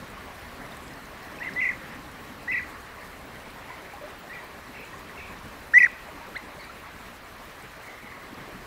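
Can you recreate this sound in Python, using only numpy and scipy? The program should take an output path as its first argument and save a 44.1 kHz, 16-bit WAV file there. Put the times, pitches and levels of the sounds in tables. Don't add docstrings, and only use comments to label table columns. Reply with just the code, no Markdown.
import sys
import numpy as np
from scipy import signal
from scipy.fft import rfft, irfft, next_fast_len
from scipy.io import wavfile
from scipy.ndimage import uniform_filter1d, map_coordinates

SR = 44100
rng = np.random.default_rng(int(sys.argv[2]) if len(sys.argv) > 2 else 0)


def unload_audio(sound):
    columns = np.transpose(np.atleast_2d(sound))
    steps = np.round(np.clip(columns, -1, 1) * 32767)
    wavfile.write(sys.argv[1], SR, steps.astype(np.int16))


def amplitude_ratio(level_db):
    exponent = np.asarray(level_db, float) / 20
    return 10 ** exponent


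N = 381906
T = np.arange(N) / SR

# pitch_hz, gain_db
FLIP_GAIN = [(1500, -12), (1900, 1.5), (2100, -1.5), (2450, 13)]
JUMP_S = .003


def unit(x):
    return x / np.sqrt(np.mean(x ** 2) + 1e-20)


def along(points, hz):
    f, v = np.transpose(points)
    return np.interp(np.log(hz + 1), np.log(f + 1), v)


def wobble(rate, size=N):
    knots = rng.standard_normal(int(size * rate / SR) + 4)
    return map_coordinates(knots, [np.arange(size) * rate / SR])


def add(track, s, x):
    part = track[round(s * SR):][:len(x)]
    part += x[:len(part)]


def band(hz, width, size=N):
    bell = np.exp(-.5 * ((np.fft.rfftfreq(size, 1 / SR) - hz) / width) ** 2)
    return unit(irfft(rfft(rng.standard_normal(size)) * bell, size))


def rush(spectrum, patchy_db, grains=0):
    z = signal.stft(rng.standard_normal(N) + grains, nperseg=512)[2]
    field = uniform_filter1d(rng.standard_normal(z.shape), size=6, axis=0)
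    field = uniform_filter1d(field, size=8, axis=1)
    x = signal.istft(z * amplitude_ratio(patchy_db * unit(field)), nperseg=512)[1][:N]
    m = next_fast_len(N + 8192)
    colour = amplitude_ratio(along(spectrum, np.fft.rfftfreq(m, 1 / SR)))
    return unit(irfft(rfft(x, m) * colour, m)[:N])


def wind(strength_db):
    # pitch_hz, level_db (per Hz)
    rumble = [(12, -34), (20, -5.5), (64, -0.5), (130, -7.5), (170, -46), (290, -120)]
    return amplitude_ratio(strength_db + 2.5) * rush(rumble, patchy_db=.3)


def gurgle(lapping_db):
    # pitch_hz, level_db (per Hz)
    slosh = [(76, -27), (130, -2), (221, -1), (279, -1), (308, -1), (354, -13.5), (560, -8.5), (730, -31),
             (1230, -120)]
    mean_db = lapping_db.mean()
    swing_db = 1.25 * (lapping_db - mean_db)
    return amplitude_ratio(swing_db + mean_db + 1.6 + 2.4 * wobble(38)) * rush(slosh, patchy_db=0.05)


def wash(water_db, flutter):
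    # pitch_hz, level_db (per Hz)
    water = [(220, -26), (380, -1), (507, -4.5), (610, -2), (661, -2.5), (893, -2), (1610, -3.5),
             (1850, -2.5), (3370, -14), (3960, -16), (6000, -23.5), (7800, -45), (13200, -120)]
    return amplitude_ratio(water_db + 2.5 + 0.42 * flutter + 0.23 * wobble(25)) * rush(water, patchy_db=1.47)


def hollow(water_db):
    # pitch_hz, width_hz, level_db (relative to the water)
    pocket = (1100, 96, -9.5)
    hz, width, db = pocket
    return amplitude_ratio(water_db + db + 3 * wobble(13)) * band(hz, width)


def hiss(hiss_db, flutter):
    # pitch_hz, level_db (per Hz)
    treble = [(2350, -62), (4000, 0), (4750, -8.5), (6930, -6), (8180, -6), (9120, -8), (11700, -7.5),
              (15100, -8.5), (15700, -9.5)]
    spray = (rng.random(N) < 90 / SR) * rng.standard_normal(N) * 6
    sizzle = .2 * flutter + .7 * wobble(24) + .7 * wobble(60)
    return amplitude_ratio(hiss_db + 3.5 + sizzle) * rush(treble, patchy_db=1.6, grains=spray)


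def whine():
    # pitch_hz, width_hz, level_db
    tones = [(10020, 8, -83), (13680, 80, -77)]
    return sum(amplitude_ratio(db + 1.5 * wobble(12)) * band(hz, width) for hz, width, db in tones)


def background():
    # time_s, level_db
    breeze = [(0.0, -55), (0.53, -54), (1.88, -56), (2.12, -54), (3.18, -57), (3.62, -56), (3.96, -58),
              (4.85, -59), (4.99, -54), (5.62, -53), (5.76, -58), (6.32, -56), (6.73, -59), (7.07, -56),
              (8.05, -59), (8.66, -55)]
    # time_s, level_db
    waves = [(0.0, -51), (0.58, -53), (1.74, -50), (2.65, -52), (2.87, -56), (3.52, -53), (3.81, -55),
             (4.12, -54), (4.72, -55), (5.5, -52), (6.1, -56), (6.39, -53), (6.49, -55), (8.01, -56),
             (8.47, -52), (8.66, -54)]
    wind_db = np.interp(T, *np.transpose(breeze))
    lapping_db = np.interp(T, *np.transpose(waves))
    water_db = -47.2 + .25 * (lapping_db - lapping_db.mean())
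    hiss_db = -60.5 + .25 * (wind_db - wind_db.mean())
    flutter = wobble(9)
    pool = gurgle(lapping_db) + wash(water_db, flutter) + hollow(water_db)
    return wind(wind_db) + pool + hiss(hiss_db, flutter) + whine()


def bubbles(rows, rise, attack):
    out = np.zeros(N)
    for s, db, hz, t60 in rows:
        t = np.arange(round(t60 * SR)) / SR
        shape = amplitude_ratio(db - 60 * t / t60) * (1 - np.exp(-t / attack))
        add(out, s, shape * np.sin(2 * np.pi * hz * t * (1 + rise * t / t60)))
    return out


def circuit_pips():
    # start_s, peak_db, pitch_hz
    pips = [(0.2498, -48, 15600), (0.389, -44, 14400), (1.2351, -47, 15600), (1.4371, -51, 14400),
            (2.2104, -47, 15600), (3.2515, -47, 15600), (3.5374, -51, 14300), (4.1859, -40, 15600),
            (4.4378, -46, 14300), (4.802, -45, 14600), (6.5465, -52, 14400), (7.447, -48, 14300),
            (8.2257, -46, 15700), (8.4876, -51, 14400)]
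    return 1.4 * bubbles([(*row, .04) for row in pips], rise=.001, attack=0.0043)


def trickle(count, low_hz, high_hz, cycles, db):
    u = rng.random((count, 3))
    start = u[:, 0] * T[-1]
    hz = low_hz * (high_hz / low_hz) ** u[:, 1]
    level = db + 9 * u[:, 2] ** 2
    return bubbles(np.c_[start, level, hz, cycles / hz], rise=.15, attack=0.0052)


def trickles():
    middle = trickle(count=220, low_hz=503, high_hz=1500, cycles=50, db=-51)
    deep = trickle(count=120, low_hz=164.4, high_hz=604, cycles=25, db=-52)
    mist = trickle(count=400, low_hz=3500, high_hz=15500, cycles=150, db=-65)
    return middle + deep + mist


def plops():
    # start_s, peak_db, pitch_hz, t60_s
    closing = [(3.703, -26, 970, 0.037), (3.932, -35.5, 794, 0.16), (4.012, -32, 575, 0.075),
               (4.036, -29.5, 584, 0.11), (4.69, -33, 247, 0.059), (4.931, -25, 1800, 0.023),
               (4.94, -30, 1050, 0.035), (.17, -30, 1060, 0.053), (1.937, -40, 3700, .015),
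               (6.085, -36, 616, .1), (6.21, -34.5, 908, 0.11), (6.58, -32.5, 594, 0.054),
               (6.695, -28, 1300, 0.038), (.721, -29, 3500, 0.017), (1.386, -22, 2410, 0.014),
               (1.484, -31, 3600, 0.012), (1.588, -31, 3580, .011), (1.596, -29, 3150, 0.012),
               (4.075, -40, 790, .07), (8.12, -29, 1750, 0.036), (8.228, -35, 1190, 0.055),
               (5.305, -34, 1090, .06)]
    return bubbles(closing, rise=0.11, attack=0.0027)


def cracks(rows, t60, db):
    out, t = np.zeros(N), np.arange(200) / SR
    for s, level, _ in rows:
        snap = np.diff(rng.standard_normal(len(t) + 1))
        add(out, s, amplitude_ratio(level + db - 60 * t / t60) * snap)
    return out


def droplets():
    # start_s, peak_db, pitch_hz
    ticks = [(0.1027, -44, 9030), (0.4908, -49, 4690), (0.6639, -44, 5760), (0.7178, -45, 4520),
             (0.7696, -37, 8290), (0.8799, -39, 4910), (0.9378, -41, 5060), (1.0555, -43, 6390),
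             (1.2306, -43, 4930), (1.3977, -42, 5580), (1.5364, -35.5, 5100), (1.9939, -44, 4820),
             (2.5027, -41, 5370), (3.5034, -41, 4500), (3.7599, -46, 4620), (4.8514, -43, 7040),
             (5.3892, -43, 5810), (6.3769, -40, 8330), (6.4867, -49, 4870), (6.6504, -43, 8660),
             (7.6245, -40, 8080), (8.3439, -40, 4780)]
    rings = 2.0 * bubbles([(*row, .005) for row in ticks], rise=.02, attack=.0003)
    return rings + cracks(ticks, t60=.004, db=-9.5)


def splashes():
    # start_s, length_s, centre_hz, level_db
    touches = [(.58, 0.13, 11000, -66), (0.744, .22, 7600, -60), (0.658, 0.33, 11000, -65),
               (1.42, .1, 11000, -70), (1.504, .32, 6260, -65), (3.47, 0.068, 9000, -62),
               (4.86, 0.15, 6500, -61), (5.622, 0.22, 11000, -65.5), (8.423, 0.14, 9000, -71)]
    out = np.zeros(N)
    for s, length, hz, db in touches:
        size = round(length * SR)
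        gain = amplitude_ratio(db + 3 * wobble(70, size)) * np.hanning(size) ** .5
        add(out, s, gain * band(hz, 0.15 * hz, size))
    return out


def flaps():
    # start_s, length_s, level_db
    passes = [
        (.5, .45, -54),
        (1.25, .3, -55),
        (8.305, .25, -50),
    ]
    beats_per_s = 20
    out = np.zeros(N)
    for s, length, db in passes:
        t = np.arange(round(length * SR)) / SR
        beats = 2 * np.sin(np.pi * beats_per_s * t) ** 4
        puffs = beats * band(250, 110, len(t))
        add(out, s, amplitude_ratio(db + 2.5 * wobble(15, len(t))) * puffs)
    return out


def whistle(notes, overtone_db=0, octave_db=-99):
    # pitch_hz, level_db
    throat = [(3000, -38), (4000, -48), (5200, -34.5), (6000, -36.5), (8000, -58), (10000, -45),
              (12000, -54), (14000, -57), (15500, -47)]
    s, length, hz0, hz1, db0, db1 = np.transpose(notes)
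    knots = np.maximum.accumulate(np.ravel([s, s + length], "F")) - s[0] + .002
    t = np.arange(round((knots[-1] + 0.0047) * SR)) / SR
    hz = uniform_filter1d(np.interp(t, knots, np.ravel([hz0, hz1], "F")), size=60)
    level_knots = np.r_[db0[0] - 30, np.ravel([db0, db1], "F"), db1[-1] - 30]
    level = np.interp(t, np.r_[0, knots, t[-1]], level_knots)
    shimmer = .3 * wobble(250, size=len(t))
    gain = amplitude_ratio(uniform_filter1d(level, size=30) + shimmer)
    phase = 2 * np.pi * np.cumsum(hz) / SR
    tone = np.sin(phase) + amplitude_ratio(octave_db) * np.sin(2 * phase)
    for k in range(2, 9):
        unsteady = 0.45 * k * wobble(97, size=len(t))
        db = overtone_db + along(throat, k * hz) + along(FLIP_GAIN, hz) + unsteady
        tone += amplitude_ratio(db) * np.sin(k * phase)
    return gain * tone


def rocks(x, echoes, tail_db, t60=0.4, flip_share=0.49):
    t = np.arange(SR // 2) / SR
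    tail = rng.standard_normal(len(t)) * amplitude_ratio(-60 * t / t60) * (1 - np.exp(-t / 0.0097))
    answer = amplitude_ratio(tail_db) * tail / np.linalg.norm(tail)
    for delay, db in echoes:
        answer[round(delay * SR)] += amplitude_ratio(db)
    hz = np.fft.rfftfreq(len(t), 1 / SR)
    colour = amplitude_ratio(flip_share * along(FLIP_GAIN, hz) * (hz < 3200))
    answer = irfft(rfft(answer) * colour, len(t))
    answer[0] += 1
    return signal.fftconvolve(x, answer)


def trill(s, period, hold_hz, top_hz, db):
    notes = [(s - .026, .02, .92 * hold_hz, hold_hz, db - 13, db - 3)]
    for k in range(4):
        top = top_hz * .975 ** k
        hold_hz *= 1 + .015 * rng.standard_normal()
        db += rng.normal(0, 1)
        notes.append((s + k * period - .003, .006, top, .97 * top, db - k, db - k))
        notes.append((s + (k + .36) * period, .38 * period, hold_hz, hold_hz, db - k - 1, db - k - 2))
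    return notes


def chirp(s, rise, start_hz, top_hz, db):
    hook_s, edge_db = .006, db - 14
    top_s = s + rise
    return [(s, rise, start_hz, .92 * top_hz, edge_db, db - 4),
            (top_s, hook_s, top_hz, top_hz, db, db - 3.5),
            (top_s + hook_s, hook_s, .95 * top_hz, .9 * top_hz, db - 7, edge_db)]


def roll(lead, *flips, scoop=.8, sag=-.01, swell_db=.8, kick_db=-1.5, fall_s=.011):
    scoop_s = .0045
    kick_s, kick = .0055, 1.045
    flip_s, flip_sag, flip_swell_db = .0055, .915, 2.5
    s, hz0, hz1, db0, db1 = lead
    bend = flips[0][0] - JUMP_S - kick_s
    start = s + scoop_s + JUMP_S
    middle_hz = hz0 + .66 * (hz1 - hz0)
    notes = [(s, scoop_s, scoop * hz0, .965 * hz0, db0 - 13.5, db0 - 2.5),
             (start, (bend - start) / 2, hz0, middle_hz, db0, (db0 + db1) / 2),
             (bend, kick_s, hz1, kick * hz1, db1, db1 + kick_db)]
    for (s, top, flip_db, *held), after in zip(flips, [*flips[1:], None]):
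        notes.append((s, flip_s, top, flip_sag * top, flip_db - flip_swell_db, flip_db + flip_swell_db))
        s += flip_s + JUMP_S
        if after is None:
            hz, db = held
            fall_hz_per_s = 60000
            end_hz = hz - fall_hz_per_s * fall_s
            end_db = db - 1050 * fall_s
            notes += [(s - JUMP_S / 2, JUMP_S, hz, hz - fall_hz_per_s * JUMP_S, db - 2, db),
                      (s + fall_s, 0, end_hz, end_hz, end_db, end_db)]
        elif held:
            hz, db = held
            stop = max(after[0] - JUMP_S / 2, s + JUMP_S)
            bend = max(stop - kick_s, s + JUMP_S)
            low_hz, soft_db = (1 + sag) * hz, db - swell_db
            notes += [(s, JUMP_S, (1.05 + sag) * hz, low_hz, soft_db + 1.6, soft_db),
                      (s + JUMP_S, bend - s - JUMP_S, low_hz, hz, soft_db, db),
                      (bend, stop - bend, hz, (1 + kick) / 2 * hz, db, db + .7)]
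    return notes


def birds():
    # held_hz, held_db
    first = [(1.401, 1760, 1950, -36, -28), (1.433, 2860, -38), (1.440, 2430, -42, 2000, -29.5),
             (1.452, 2250, -40, 2060, -29), (1.463, 2100, -40, 2000, -27), (1.481, 2000, -36, 1900, -30)]
    second = [(1.558, 1975, 2020, -27, -22), (1.608, 2750, -35, 1945, -23),
              (1.6465, 2560, -29, 1930, -24.5), (1.6815, 2250, -38, 1930, -24),
              (1.708, 2250, -33, 2000, -29)]
    third = [(2.4765, 1920, 2030, -25, -25.5), (2.518, 2685, -28.5), (2.5295, 2735, -25, 1933, -21.5),
             (2.557, 2506, -28, 1960, -22), (2.5845, 2550, -31, 1970, -29)]
    fourth = [(4.294, 1818, 1960, -40, -38), (4.334, 2520, -40), (4.347, 2480, -44, 1950, -39.5),
              (4.383, 2400, -47, 1880, -42), (4.406, 2200, -52, 2080, -43)]
    near = [
        (5.736, 1868, 2005, -11.5, -4),
        (5.7875, 2640, -19.5),
        (5.7965, 2660, -24, 1950, -11.5),
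        (5.8245, 2580, -19, 1915, -9.7),
        (5.8515, 2480, -30, 2130, -15.5),
    ]
    twitter = [(6.585, 1900, 2100, -48, -47), (6.601, 2350, -45), (6.612, 2280, -43, 1960, -47),
               (6.641, 2450, -45, 2060, -52)]
    # delay_s, level_db
    first_echo = [(.012, -16), (.035, -17)]
    second_echo = [(.019, -17), (.045, -17)]
    third_echo = [(.011, -11), (.052, -11.5)]
    near_echo = [(.009, -40), (.048, -39)]
    # start_s, length_s, pitch_hz, level_db
    lingers = [
        (2.516, .0084, 2060, -23),
        (1.619, .018, 2720, -35.5),
    ]
    # start_s, rise_s, start_hz, top_hz, level_db
    rising = (6.348, .017, 1237, 2090, -25)
    peeps = [(4.752, .016, 1400, 1900, -43), (5.082, .014, 1305, 2020, -41)]
    # first_flip_s, period_s, held_hz, top_hz, level_db
    trills = [(3.695, 0.018, 2033, 2300, -43.5), (4.755, 0.023, 2210, 2780, -44),
              (5.180, 0.021, 2190, 2770, -40), (7.88, 0.027, 1980, 2250, -44.5),
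              (8.03, .035, 2026, 2300, -46)]
    out = np.zeros(N)

    def sing(notes, echoes, tail_db, t60=.4, share=.49, **voice):
        call = whistle(notes, **voice)
        add(out, notes[0][0] - .002, rocks(call, echoes, tail_db, t60, share))

    sing(roll(*near, scoop=.74, kick_db=-3.5, fall_s=.013), near_echo, tail_db=-25.5, t60=.6, share=.9)
    sing(roll(*first, fall_s=.007), first_echo, tail_db=-9, share=.2, overtone_db=-2)
    sing(roll(*second, scoop=.97, sag=.075, swell_db=-3, kick_db=2.5, fall_s=.007),
         second_echo, tail_db=-14.5, t60=.3, share=.9, overtone_db=-8)
    sing(roll(*third, swell_db=4.5, kick_db=1.5, fall_s=.007),
         third_echo, tail_db=-13, t60=.28, share=.05, overtone_db=-16, octave_db=-31)
    for s, length, hz, db in lingers:
        sing([(s, length, 1.02 * hz, .98 * hz, db, db)], [], tail_db=-14, t60=.2)
    sing(roll(*fourth, fall_s=.007), [(.016, -7)], tail_db=-11, share=.2)
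    sing(roll(*twitter), [], tail_db=-7, octave_db=-5.5)
    sing(chirp(*rising), [], tail_db=-12, octave_db=-12.5)
    for row in peeps:
        sing(chirp(*row), [], tail_db=-8)
    for row in trills:
        tail_db = -49.5 - row[-1]
        sing(trill(*row), [(.078, -9)], tail_db, t60=.59, share=.1)
    return out


def scene():
    water = trickles() + plops() + droplets() + splashes()
    return (background() + circuit_pips() + water + flaps() + birds())[None]


def band_limit(x):
    return signal.sosfilt(signal.butter(12, 15900, fs=SR, output="sos"), x)


def record(dry):
    after = np.clip(T - 5.8, 0, None)
    duck = amplitude_ratio(-1.5 * (T > 5.87) * np.exp(-after / 0.11))
    passband = np.fft.rfftfreq(N, 1 / SR) < 15740
    limited = irfft(rfft(dry * duck) * passband, N)
    return band_limit(limited)


dry = scene()
out = record(dry)
unload_audio(out)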